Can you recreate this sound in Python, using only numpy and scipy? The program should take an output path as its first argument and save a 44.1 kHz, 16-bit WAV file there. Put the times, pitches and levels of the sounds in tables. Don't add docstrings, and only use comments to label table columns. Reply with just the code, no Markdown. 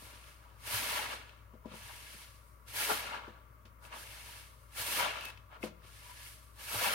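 import sys
import numpy as np
from scipy import signal
from scipy.fft import rfft, irfft, next_fast_len
from scipy.io import wavfile
from scipy.ndimage import map_coordinates

SR = 44100
rng = np.random.default_rng(int(sys.argv[2]) if len(sys.argv) > 2 else 0)


def put_to_file(sound):
    columns = np.atleast_2d(sound).T
    safe = np.clip(columns, -1, 1)
    whole_steps = np.round(safe * 32767)
    wavfile.write(sys.argv[1], SR, whole_steps.astype(np.int16))


N = 306054
TIME = np.arange(N) / SR


def amp(db):
    return 10 ** (np.asarray(db) / 20)


def unit(x):
    return x / np.sqrt(np.mean(x ** 2) + 1e-20)


def along(points, hz):
    f, v = np.transpose(points)
    return np.interp(np.log(hz + 1), np.log(f + 1), v)


def wobble(rate):
    return map_coordinates(rng.standard_normal(int(N * rate / SR) + 4), [TIME * rate])


def noise():
    return rng.standard_normal((2, N))


def filtered(x, response):
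    m = next_fast_len(N + SR // 2)
    return irfft(rfft(x, m) * response(np.fft.rfftfreq(m, 1 / SR)), m)[..., :N]


def band(hz, low_hz, high_hz, order=6):
    return 1 / np.sqrt((1 + (low_hz / (hz + 1)) ** (2 * order)) * (1 + (hz / high_hz) ** (2 * order)))


def held(start, end, attack_db_per_s, release_db_per_s):
    early, late = np.maximum(start - TIME, 0), np.maximum(TIME - end, 0)
    return amp(-attack_db_per_s * early - release_db_per_s * late)


# (frequency [Hz], side re mid [dB])
STEREO_WIDTH = [(120, -9.5), (260, -6.5), (520, -8), (720, 1), (900, -5.5), (1250, 4.5), (1700, -5.5),
                (2200, -1.5), (8700, 0), (9200, -9.5), (15000, -25)]
# (frequency [Hz], left re right [dB])
STEREO_BALANCE = [(120, 6), (450, 5.5), (750, 5.5), (1900, 2), (3500, 1), (8500, -2.5), (15000, -0.5)]
# (frequency [Hz], width [Hz], gain [dB], left re right [dB])
BASIN_RESONANCES = [(431.4, 16, 5, 2), (616, 118, 3, 4), (725, 48, -1, -10), (860, 18, 4.5, -2),
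                    (967, 26, 6.5, 4.5), (1147, 40, 5, 0), (1260, 51, 4.5, -9), (1385, 42, 4, 7.5),
                    (1679, 28, 5, -7), (1970, 90, -2.5, -8.5), (2149, 49, 2.5, 12), (2298, 45, 5, -3),
                    (2602, 73, 5, -2.5), (2805, 39, 8, 2.5), (3070, 58, 5.5, 4), (3390, 25, 5, 3.5),
                    (4150, 170, -2.5, -3), (4270, 92, 3, 2), (6030, 100, 0, 6), (7530, 280, -3, 3)]
def in_basin(pair, colour):
    def spread(hz):
        angle = np.arctan(amp(along(STEREO_WIDTH, hz)))
        return colour(hz) * np.array([np.cos(angle), np.sin(angle)])

    def ears(hz):
        lift, lean = 0, along(STEREO_BALANCE, hz)
        for centre, width, db, pan in BASIN_RESONANCES:
            bell = np.exp(-((hz - centre) / width) ** 2)
            lift, lean = lift + db * bell, lean + pan * bell
        return amp([lift + lean / 2, lift - lean / 2])
    mid, side = filtered(pair, spread)
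    return filtered(np.array([mid + side, mid - side]), ears)


# (frequency [Hz], level [dB])
HUM_TONES = [(59.2, -60), (96.9, -72.5)]
# (frequency [Hz], relative density [dB])
RUMBLE_SPECTRUM = [(20, -25), (45, -13), (70, -12.5), (105, 0), (135, -12), (190, -39.5), (500, -40.5)]
# (frequency [Hz], relative density [dB])
RUSH_SPECTRUM = [(76, -23), (130, -12), (166, -4), (328, -8.5), (435, -13), (613, -8), (796, -22),
                 (974, -10), (1140, -1), (1520, -11.5), (1710, -17.5), (1970, -12), (4240, -43),
                 (9480, -38), (16000, -22.5)]
def kitchen():
    hum = 0
    for hz, db in HUM_TONES:
        peak = np.sqrt(2) * amp(db + 0.31 * wobble(8.4))
        hum += peak * np.sin(2 * np.pi * hz * TIME + 0.48 * wobble(3.09))
    rumble = unit(in_basin(noise(), lambda f: amp(along(RUMBLE_SPECTRUM, f))))
    rush = in_basin(noise(), lambda f: amp(along(RUSH_SPECTRUM, f)))
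    rush = rush / np.std(rush.mean(axis=0)) * amp([[1.2], [-1.2]])
    return hum * amp([[2.3], [-3.2]]) + amp(-63) * rumble + amp(-67) * rush


def walls(x, t60=0.43):
    t = np.arange(SR // 3) / SR
    tail = rng.standard_normal((2, len(t))) * amp(-60 * t / t60) * (t > .004)
    echo = signal.fftconvolve(x, tail / np.linalg.norm(tail[0]), axes=1)[:, :N]
    return filtered(echo, lambda f: band(f, 80, 5900, order=2))


# (time [s], level [dB])
HAND_PUSHES = [(0.735, -41.5), (4.79, -49.5), (6.75, -41.5)]
def pushes(pitch_hz=104, rise_s=0.012):
    bumps = np.zeros(N)
    for s, db in HAND_PUSHES:
        age = np.maximum(TIME - s, 0)
        envelope = age / rise_s * np.exp(1 - age / rise_s)
        bumps += amp(db) * envelope * np.sin(2 * np.pi * pitch_hz * age)
    return bumps * amp([[1.2], [-1.2]])


# (frequency [Hz], level re the blob [dB], decay time T60 [s])
SINK_MODES = [(167.3, -22.5, 0.61), (215.7, -9, 0.17), (340.5, -11, 0.1), (502, -16, 0.23),
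              (630, -19.5, 0.25), (748, -34, 0.14), (1030, -19, 0.14)]
# (time [s], level [dB], cavity frequency [Hz], splash offset [dB])
FALLING_BLOBS = [(0.02, -52, 282, -3), (0.128, -56, 560, -9), (1.535, -47, 238, -13),
                 (1.655, -38.5, 239, -12), (1.714, -44, 227, -13), (1.737, -45.5, 162, -1),
                 (2.143, -54.5, 165, 2), (3.278, -43.5, 312, -6), (3.652, -55, 212, 7),
                 (5.635, -29, 317, -4), (5.67, -43, 480, -1.5), (5.843, -57, 334, 3)]
def plops(swell_cycles=1.07, rise=0.039):
    ring, slap, spray = np.zeros((3, N + SR))
    t = np.arange(SR // 2) / SR
    onset = 1 - np.exp(-t / 0.0015)
    for s, db, hz, splash_db in FALLING_BLOBS:
        span = slice(int(s * SR), int(s * SR) + len(t))
        age = t * hz / swell_cycles
        cavity_phase = 2 * np.pi * hz * t * (1 + rise * np.tanh(age - 1))
        ring[span] += amp(db - 3) * age ** 2 * np.exp(2 * (1 - age)) * np.sin(cavity_phase)
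        for mode_hz, mode_db, t60 in SINK_MODES:
            mode = np.sin(2 * np.pi * mode_hz * t + rng.uniform(0, 2 * np.pi))
            ring[span] += onset * amp(db + mode_db - 60 * t / t60) * mode
        slap[span] += onset * amp(db - 10.5 - 60 * t / 0.094)
        spray[span] += onset * amp(db + splash_db - 11.5 - 60 * t / 0.15)
    thud = slap[:N] * unit(filtered(noise(), lambda f: band(f, 130, 760, order=3)))
    splash = spray[:N] * unit(filtered(noise(), lambda f: band(f, 900, 4100, order=2)))
    centred_ring = np.outer([1, 0], ring[:N])
    return in_basin(centred_ring + thud + splash, lambda f: band(f, 110, 14000, order=3))


def bubbles(times, hz, strength, cycles, rise):
    life = (cycles / hz)[:, None]
    t = np.arange(int(min(life.max() * SR, 4e6 / len(hz)))) / SR
    age = np.minimum(t / life, 1)
    phase = 2 * np.pi * hz[:, None] * t * (1 + rise * age / 2)
    envelope = strength[:, None] * np.exp(-3 * age) * (1 - age) * (1 - np.exp(-phase / 2))
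    index = ((np.abs(times) * SR).astype(int)[:, None] + np.arange(len(t))).ravel()
    leading_ear = rng.choice([-1, 1], (len(hz), 1))
    waves = np.sin(phase), leading_ear * np.cos(phase)
    return np.array([np.bincount(index, (envelope * wave).ravel(), N)[:N] for wave in waves])


# (time [s], level [dB], frequency [Hz])
LONE_BUBBLES = [(0.992, -36, 840), (1.647, -52, 990), (2.891, -39, 427), (2.897, -30, 838),
                (2.902, -34.5, 651), (2.908, -31, 744), (4.289, -50, 920), (5.628, -40, 2100),
                (5.63, -37, 2510), (6.06, -54, 996), (6.096, -50, 990), (6.113, -50, 983)]
def blips():
    s, db, hz = np.transpose(LONE_BUBBLES)
    rings = bubbles(s, hz, amp(db), cycles=39, rise=0.05)
    return in_basin(rings, lambda f: band(f, 300, 9000, order=2))


# (time [s], level [dB], treble offset [dB])
FILM_SNAPS = [(0.241, -44, -2), (1.106, -42, -8), (1.294, -40, -14), (3.655, -47.5, -10), (3.852, -39, -18),
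              (4.103, -49, 3), (5.065, -33, -11), (5.21, -30, 1), (5.225, -33, -3), (5.25, -41, 12),
              (5.254, -35, 11), (5.262, -38, -9), (5.27, -40, -8), (5.2855, -34, 1), (5.302, -32, -4),
              (5.375, -38, -9), (5.63, -36, -9)]
def snaps(ring_hz=2620, ring_t60=0.016, ring_db=-11):
    t = np.arange(SR // 20) / SR
    burst = (1 - np.exp(-t / .0002)) * (amp(-60 * t / .008) + amp(-13 - 60 * t / .05))
    ring = amp(ring_db - 60 * t / ring_t60) * np.sin(2 * np.pi * ring_hz * t)
    body_band = signal.butter(2, [1400, 4500], "band", fs=SR, output="sos")
    pair = np.zeros((2, N + len(t)))
    for s, db, treble_db in FILM_SNAPS:
        tear = rng.standard_normal((2, len(t))) * burst
        snap = amp(-3) * signal.sosfilt(body_band, tear) + amp(treble_db - 11) * tear + ring
        pair[:, int(s * SR):int(s * SR) + len(t)] += amp(db) * snap
    return in_basin(pair[:, :N], lambda f: band(f, 700, 17000, order=2))


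# (time [s], level [dB], centre frequency [Hz])
AIR_POCKETS = [(0.734, -16, 2230), (1.737, -31.5, 1310), (1.892, -27, 1410), (2.768, -29, 1650),
               (2.89, -21, 990), (2.9, -26, 720), (3.924, -24, 1650), (5.014, -26, 880), (5.035, -33, 800),
               (5.63, -29, 556), (6.849, -14, 2670), (6.861, -22, 2200)]
def spurts(count=24, length_s=.022, scatter=0.33, bubble_db=-23):
    s, db, hz = np.repeat(AIR_POCKETS, count, axis=0).T
    delay = length_s * rng.random(len(s)) ** 1.1
    pitch_draw, level_draw = rng.uniform(-1.7, 1.7, (len(s), 2)).T
    strength = amp(db + bubble_db + 1.5 * level_draw)
    cluster = bubbles(s + delay, hz * np.exp(scatter * pitch_draw), strength, cycles=12, rise=.2)
    return in_basin(cluster, lambda f: band(f, 320, 9000, order=2))


def whistle(start_s=4.97, end_s=5.3, pitch_hz=2600, width_hz=75, level_db=-57, flutter_db=2):
    mid, side = unit(filtered(noise(), lambda f: 1 / (1 + (2 * (f - pitch_hz) / width_hz) ** 2)))
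    gate = held(start_s, end_s, attack_db_per_s=800, release_db_per_s=800)
    gain = amp(level_db + flutter_db * wobble(22)) * gate
    return gain * (mid + amp(-7) * np.array([side, -side]))


# (frequency [Hz], gain [dB])
FOAM_COLOUR = [(150, -13.5), (250, -9), (340, -8.5), (520, -2.5), (900, 2), (1500, 2), (2700, -1),
               (4000, -4.5), (7000, -11), (8400, -7), (11700, -8.5), (16000, -17.5)]
def froth(low_hz, high_hz, per_second, cycles, rise, spread_db, blur_db):
    when, pitch, chance = rng.random((int(per_second * N / SR), 3)).T
    hz = np.minimum(low_hz * (high_hz / low_hz) ** pitch, SR / 2)
    excess_db = spread_db * np.minimum(-np.log(1 - chance), 4)
    rings = unit(bubbles(when * N / SR, hz, hz * amp(excess_db), cycles, rise))
    blur = unit(filtered(noise(), lambda f: band(f, low_hz, high_hz)))
    stream = in_basin(rings + amp(blur_db) * blur,
                      lambda f: amp(along(FOAM_COLOUR, f)) * band(f, low_hz / 2, high_hz * 2))
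    return stream / np.std(stream.mean(axis=0))


# (time [s], level [dB], half length [s], slosh re the gush [dB], spray re the gush [dB])
WATER_GUSHES = [(0.04, -67.5, 0.051, -5, 7.5), (0.47, -67.5, 0.095, -14, -26), (0.99, -49, 0.012, -11, -12),
                (1.13, -51.5, 0.028, -21, -7), (2.909, -37, 0.024, -13, -24),
                (3.142, -48.5, 0.04, -25, -31), (3.856, -59, 0.023, -12, -4),
                (3.952, -52.5, 0.021, -18, -24), (4.02, -64, 0.023, -8, 6), (5.035, -38.5, 0.039, -20, -18),
                (5.255, -59.5, 0.04, -11, -1.5), (5.548, -56.5, 0.029, -20, -27), (5.65, -54, 0.02, 2, -2),
                (6.29, -73.5, 0.063, -18, 14), (6.755, -43, 0.025, -11.5, -2),
                (6.858, -41.5, 0.029, -13, -6)]
def gushing(squelch_db=-6):
    gains = np.zeros((4, N))
    for s, db, half_s, slosh_db, spray_db in WATER_GUSHES:
        pulse = np.exp(-((TIME - s) / half_s) ** 2 / 2)
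        gains += np.outer(amp(db + np.array([slosh_db, 0, squelch_db, spray_db])), pulse)
    return gains


# (start [s], full [s], first level [dB], last level [dB],
# initial gurgle re the suction [dB], initial fizz re the suction [dB])
SPONGE_SWELLS = [(-0.3, 0.296, -60, -63, -0.5, -3.5), (1.724, 2.221, -56.5, -58.5, -4.5, -2),
                 (3.927, 4.38, -56, -57, -2, -2), (5.84, 6.28, -65.5, -58, -5, -0.5)]
def swelling(attack_db_per_s=285, release_db_per_s=94, pore_lag_s=0.031, drain_db=5, fizz_growth_db=1):
    gains = np.zeros((3, N))
    for start, full, first_db, last_db, gurgle_db, fizz_db in SPONGE_SWELLS:
        opened = np.clip((TIME - start) / (full - start), 0, 1)
        strength = amp(first_db + (last_db - first_db) * opened)
        suction = held(start, full, attack_db_per_s, release_db_per_s)
        pores = held(start + pore_lag_s, full, attack_db_per_s, release_db_per_s)
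        lingering_foam = amp(-9.5) * held(full, full, attack_db_per_s, release_db_per_s=21.5)
        gurgle = suction * amp(gurgle_db - drain_db * opened)
        fizz = np.hypot(pores, lingering_foam) * amp(fizz_db + fizz_growth_db * opened)
        gains += strength * np.array([gurgle, suction, fizz])
    return gains


# (time [s], level [dB])
SQUEEZE_FLOWS = [
    [(0.58, -76), (0.672, -49.5), (0.744, -39.5), (0.874, -43.5), (0.964, -38), (1.088, -48),
     (1.124, -44.5), (1.252, -61.5), (1.294, -62.5), (1.446, -75), (1.5, -82)],
    [(2.65, -88), (2.682, -58), (2.732, -55), (2.766, -43), (2.84, -39), (2.882, -43.5), (2.89, -39.5),
     (3.046, -47), (3.15, -50.5), (3.39, -71.5), (3.5, -85)],
    [(4.7, -73.5), (4.774, -47), (4.82, -42.5), (4.828, -46), (5.022, -38), (5.084, -41.5), (5.108, -43.5),
     (5.308, -55.5), (5.312, -60), (5.36, -66)],
    [(6.56, -71), (6.606, -56.5), (6.838, -38), (6.934, -39), (6.94, -38)],
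]
# (midpoint [s], length [s], fizz lost [dB], gurgle gained [dB])
AIR_TO_WATER = [(1.004, 0.45, 15, 4), (3.088, 0.28, 24, 10.5), (5.02, 0.11, 15, 3.5), (6.81, 0.12, 5, 3.5)]
def squeezing(airy_gurgle_db=-5.5, airy_fizz_db=0.5):
    gains = np.zeros((3, N))
    for curve, (turn_s, length_s, lost_db, gained_db) in zip(SQUEEZE_FLOWS, AIR_TO_WATER):
        s, db = np.transpose(curve)
        grip = held(s[0], s[-1], attack_db_per_s=400, release_db_per_s=127)
        flow = amp(np.interp(TIME, s, db)) * grip
        wet = (1 + np.tanh(2 * (TIME - turn_s) / length_s)) / 2
        gurgle = amp(airy_gurgle_db + gained_db * wet)
        fizz = amp(airy_fizz_db - lost_db * wet)
        gains += flow * np.array([gurgle, np.ones(N), fizz])
    return gains


def sponge(slosh_db=-14.5, squelch_db=-0.63, crackle_db=-3, trickle_db=-79, surge_db=0.6):
    coarse, medium, fine = np.hypot(squeezing(), swelling())
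    deep, coarse, medium, fine = np.hypot([amp(slosh_db) * coarse, coarse, medium, fine], gushing())
    coarse = np.hypot(coarse, amp(trickle_db))
    slosh = froth(170, 342, per_second=160, cycles=4, rise=0.078, spread_db=2.5, blur_db=-11.5)
    gurgle = froth(390, 1650, per_second=1000, cycles=18, rise=.12, spread_db=2.6, blur_db=-5)
    squelch = froth(1600, 4300, per_second=2600, cycles=16, rise=.08, spread_db=2.8, blur_db=-4)
    crackle = froth(3880, 7500, per_second=1800, cycles=5.4, rise=.05, spread_db=1.5, blur_db=2.5)
    fizz = froth(7050, 18200, per_second=5200, cycles=3.1, rise=0.042, spread_db=1.5, blur_db=-0.5)
    finest = filtered(fizz, lambda hz: 1 - band(hz, 1, 10800))
    force = np.clip(20 * np.log10(fine / np.median(fine)) / 15, 0, 1)
    fizz = fizz + finest * (amp(5.6 * force - 2.5) - 1)
    surges = amp(surge_db * (wobble(55) + wobble(18)))
    return surges * (slosh * deep + gurgle * coarse + amp(squelch_db) * squelch * medium
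                     + amp(crackle_db) * crackle * np.sqrt(medium * fine) + fizz * fine)


def scene():
    sink = sponge() + whistle() + spurts() + snaps() + blips() + plops() + pushes()
    return sink + amp(-13) * walls(sink) + kitchen()


def record(dry):
    return filtered(dry, lambda hz: hz < 15850)


dry = scene()
out = record(dry)
put_to_file(out)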